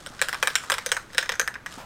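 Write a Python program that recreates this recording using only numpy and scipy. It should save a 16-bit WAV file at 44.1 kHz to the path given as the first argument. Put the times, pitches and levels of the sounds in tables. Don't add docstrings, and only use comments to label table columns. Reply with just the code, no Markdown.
import sys
import numpy as np
from scipy import signal
from scipy.fft import rfft, irfft, next_fast_len
from scipy.io import wavfile
from scipy.ndimage import uniform_filter1d

SR = 44100
rng = np.random.default_rng(int(sys.argv[2]) if len(sys.argv) > 2 else 0)


def volts_from_db(level):
    exponent = np.asarray(level, float) / 20
    return 10 ** exponent


def waveform_to_disk(signal):
    frames = np.transpose(np.atleast_2d(signal))
    scaled = np.clip(frames, -1, 1) * 32767
    samples = np.round(scaled).astype(np.int16)
    wavfile.write(sys.argv[1], SR, samples)


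N = 81585


def unit(x):
    return x / np.sqrt(np.mean(x ** 2) + 1e-20)


def along(points, hz):
    f, value = np.transpose(points)
    return np.interp(np.log(hz + 1), np.log(f + 1), value)


def filtered(x, response):
    size = next_fast_len(len(x) + 8192)
    spectrum = rfft(x, size) * response(np.fft.rfftfreq(size, 1 / SR))
    return irfft(spectrum, size)[:len(x)]


def fading(t60, seconds):
    t = np.arange(round(seconds * SR)) / SR
    x = rng.standard_normal(len(t)) * volts_from_db(-60 * t / t60)
    return x / np.linalg.norm(x)


def hush():
    # frequency in Hz, spectral density in dB per Hz.
    spectrum = [(20, 1.5), (50, -1), (120, -0.5), (300, -6), (800, -12), (1600, -10), (3000, -20.5),
                (16000, -38)]
    level_db = -49
    noise = rng.standard_normal(N)
    return volts_from_db(level_db) * unit(filtered(noise, lambda hz: volts_from_db(along(spectrum, hz))))


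def rustle():
    # time in seconds, level of the movement in dB.
    movement = [(0, -47), (.12, -49.5), (.6, -44.5), (1.0, -53), (1.07, -58), (1.15, -49.5), (1.5, -57.5),
                (1.6, -80), (1.655, -71), (1.67, -53), (1.74, -42), (1.85, -56)]
    # frequency in Hz, spectral density in dB per Hz.
    cloth = [(290, -37), (500, -5), (1080, -6.5), (1210, 5), (2130, -12), (3290, -7.5), (8330, -12),
             (16000, -35)]
    noise = rng.standard_normal(N)
    grain_db = 3.8 * unit(uniform_filter1d(rng.standard_normal(N), size=60))
    grains = noise * volts_from_db(grain_db)
    level_db = np.interp(np.arange(N) / SR, *np.transpose(movement))
    return volts_from_db(level_db) * unit(filtered(grains, lambda hz: volts_from_db(along(cloth, hz)) * (hz > 400)))


def click(thunk_db, bright_db, clack_db, grip_db, base_db, lasting):
    # frequency in Hz, level in dB, t60 in seconds.
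    wall_modes = [(1055, -13.5, 0.02), (1295, -0.5, 0.012), (1585, 4, .022), (1744, 6, 0.011),
                  (1899, 0.5, 0.018), (2258, 1.5, 0.015), (3150, 7.5, 0.0067), (3640, 1.5, 0.01),
                  (5240, 3.5, 0.0092), (6210, -0.5, 0.009), (7750, 6, 0.0057), (8650, 4, 0.0074),
                  (11960, -15, 0.0095), (13000, -5.5, 0.0071)]
    mode_scatter_db, pitch_scatter, phase_scatter = 2.5, 0.04, 0.5
    grip_below_hz, base_hz, clack_hz = 1400, 6500, 3700
    crack_db, crack_t60, rise_s = 7.5, 0.004, 0.0006
    cap_t60, cap_rise_s = 0.038, 0.0051

    t = np.arange(SR // 10) / SR
    hz, db, t60 = np.transpose([*wall_modes, *wall_modes])[:, :, None]
    draw = rng.standard_normal((3, len(hz), 1))
    db = db + lasting * mode_scatter_db * draw[0]
    db = db + bright_db * (hz > 7000)
    db = db + clack_db * np.exp(-np.log2(hz / clack_hz) ** 2 / 0.5)
    db = db + grip_db * (hz < grip_below_hz)
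    db = db + base_db * np.exp(-np.log2(hz / base_hz) ** 2 / 0.024)

    mode_hz = hz * (1 + pitch_scatter * draw[1])
    swing = np.sin(2 * np.pi * mode_hz * t + phase_scatter * draw[2])
    ring = (volts_from_db(db - 60 * t / t60 / lasting) * swing).sum(axis=0)
    crack = volts_from_db(crack_db + bright_db - 60 * t / crack_t60) * rng.standard_normal(len(t))
    ring = (ring + crack) * (1 - np.exp(-t / rise_s))
    ring = ring / np.sqrt(np.sum(ring ** 2) / 44) / 2

    cap_hz = 523 * (1 + pitch_scatter * draw[2, 0, 0])
    cap_level = volts_from_db(thunk_db - 13.5 - 60 * t / cap_t60 / lasting)
    cap = cap_level * (1 - np.exp(-t / cap_rise_s)) * np.sin(2 * np.pi * cap_hz * t)
    return ring + cap


def yard_tail():
    # frequency in Hz, t60 in seconds.
    decay = [(400, 0.28), (1700, 0.27), (6000, 0.29), (14000, 0.27)]
    hz, t, z = signal.stft(rng.standard_normal(SR // 2), SR, nperseg=256)
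    z = z * volts_from_db(-60 * t / along(decay, hz)[:, None])
    tail = signal.istft(z, SR, nperseg=256)[1][:SR // 2]
    return tail / np.linalg.norm(tail)


def space(s):
    # time in seconds, lag of the car's echo in seconds.
    car_gap = [(0, 0.007), (.5, 0.0042), (1.0, 0.0038), (1.85, 0.003)]
    car_db, near_db, yard_db, wall_db = -3, -9, -9.5, -18
    smear_t60, near_t60, wall_s = 0.022, 0.09, 0.029
    out = volts_from_db(yard_db) * np.pad(yard_tail(), (300, 0))[:SR // 2]
    lag = round(np.interp(s, *np.transpose(car_gap)) * SR)
    out[lag:][:SR // 50] += volts_from_db(car_db) * fading(smear_t60, 0.02)
    out[lag:][:SR // 5] += volts_from_db(near_db) * fading(near_t60, 0.2)
    out[round(wall_s * SR):][:SR // 50] += volts_from_db(wall_db) * fading(smear_t60, 0.02)
    return out


def rattle():
    # start in seconds, peak in dB, end-cap thunk in dB, brightness in dB, clack in dB.
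    blows = [(0.215, -3, 2, 6, 4.5), (0.2849, -11.5, -6, 4.5, 0.5), (0.3279, -12, -10, -1.5, -2),
             (0.4268, -4, 4, 2, 4), (0.4726, -4, -5.5, 3.5, 2), (0.554, -2.5, -18, 5.5, 7.5),
             (0.6992, -5.5, -4.5, 1.5, -2.5), (0.7188, -6, 6, 7, 9.5), (0.782, -12.5, -7, -0.5, -2),
             (0.8614, -11, 8, 10.5, 4.5), (0.917, -4, 1, 3, 8), (0.9667, -10.5, -11, -4, -7),
             (1.1809, -1, -3.5, 2.5, 7), (1.2268, -13, -4, -4.5, -7), (1.292, -8, 1.5, -4, -1.5),
             (1.3191, -14.5, 3, -1.5, 2), (1.3958, -4, 2.5, 1, -5), (1.4761, -10, -7.5, -5, -6),
             (1.661, -17, -10, -4.5, -5.5)]
    taps = [(0.062, -20.5, 5.5, 2.5, 7), (0.1929, -22, -7, -14, 6), (0.2409, -22, -4, -19, -24),
            (0.3443, -15.5, -10, -8, -4), (0.501, -25, 7, 8, 20), (0.6367, -22, -14, 1, -9),
            (0.7398, -12, -7, 1, 4), (0.8903, -22.5, -25, 2, 4), (1.1022, -36, 12, -12, -8),
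            (1.1323, -29.5, -1, 0, 2), (1.1468, -22.5, 7.5, 0, 3), (1.259, -23.5, -14, -14, -8),
            (1.339, -18.5, -12, -11, -9), (1.3538, -23, -24, -4, -8), (1.413, -14, 4, -6, -3),
            (1.5406, -25.5, -27, -3.5, 3), (1.555, -19, -13, -28, -37), (1.71, -42, -12, 0, -8),
            (1.724, -29.5, -6.5, 13, 15)]
    late_tap = [
        (1.1735, -23, -20, 2, 10),
    ]
    # time in seconds, low modes freed by a loose grip in dB,
    # base turned to the listener in dB.
    tumble = [(0.062, 0, -4), (.22, -16, -1.5), (.33, 5.5, -7), (.43, 8.5, 2), (.47, 1, -3),
              (.55, -13.5, -13), (.64, 13.5, 2), (.70, 7, 1.5), (.78, 10, 0), (.86, 4, 18), (.92, 5, 11),
              (.97, 4.5, 2), (1.18, -13, 2), (1.29, 4, 3.5), (1.40, -9.5, 14), (1.48, 3, 0.5),
              (1.56, 3, -2), (1.66, 6.5, 2)]
    echo_blur, echo_dull_hz, radiates_hz = 0.55, 9600, 389

    out = np.zeros(N + SR)
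    dull = signal.butter(1, echo_dull_hz, fs=SR)
    when, grip, base = np.transpose(tumble)
    for s, db, *colour in [*blows, *taps, *late_tap]:
        colour = colour + [np.interp(s, when, grip), np.interp(s, when, base)]
        sent_away = signal.lfilter(*dull, click(*colour, echo_blur))
        heard = signal.fftconvolve(sent_away, space(s))
        heard[:SR // 10] += click(*colour, 1)
        out[round((s + 0.0004) * SR):][:len(heard)] += volts_from_db(db + 1) * heard
    no_bass = signal.butter(6, radiates_hz, "high", fs=SR, output="sos")
    return signal.sosfilt(no_bass, out[:N])


def steps():
    # start in seconds, push in dB, scuff in dB.
    footfalls = [
        (0.1045, -36, -52),
        (1.776, -31, -41),
    ]
    push_hz, push_t60 = 261, 0.037
    scuff_hz, scuff_width_hz, scuff_rise_s = 820, 400, 0.023

    def band(f):
        damping = 1j * f * scuff_width_hz
        return damping / (scuff_hz ** 2 - f * f + damping)

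    out = np.zeros(N + SR)
    t = np.arange(SR // 4) / SR
    u = t / scuff_rise_s
    for s, push_db, scuff_db in footfalls:
        push = volts_from_db(push_db - 60 * t / push_t60) * np.sin(2 * np.pi * push_hz * t)
        gravel = unit(filtered(rng.standard_normal(len(t)), band))
        scuff = volts_from_db(scuff_db) * (u + 0.18) * np.exp(1 - u) * gravel
        out[round(s * SR):][:len(t)] += push + scuff
    return out[:N]


def scene():
    return (rattle() + rustle() + steps() + hush())[None]


def low_pass(x):
    return signal.sosfilt(signal.butter(12, 16670, fs=SR, output="sos"), x)


def record(dry):
    top_hz = 16000
    heard = filtered(dry[0], lambda hz: 1 / (1 + (hz / top_hz) ** 70))
    return low_pass(heard[None])


dry = scene()
out = record(dry)
waveform_to_disk(out)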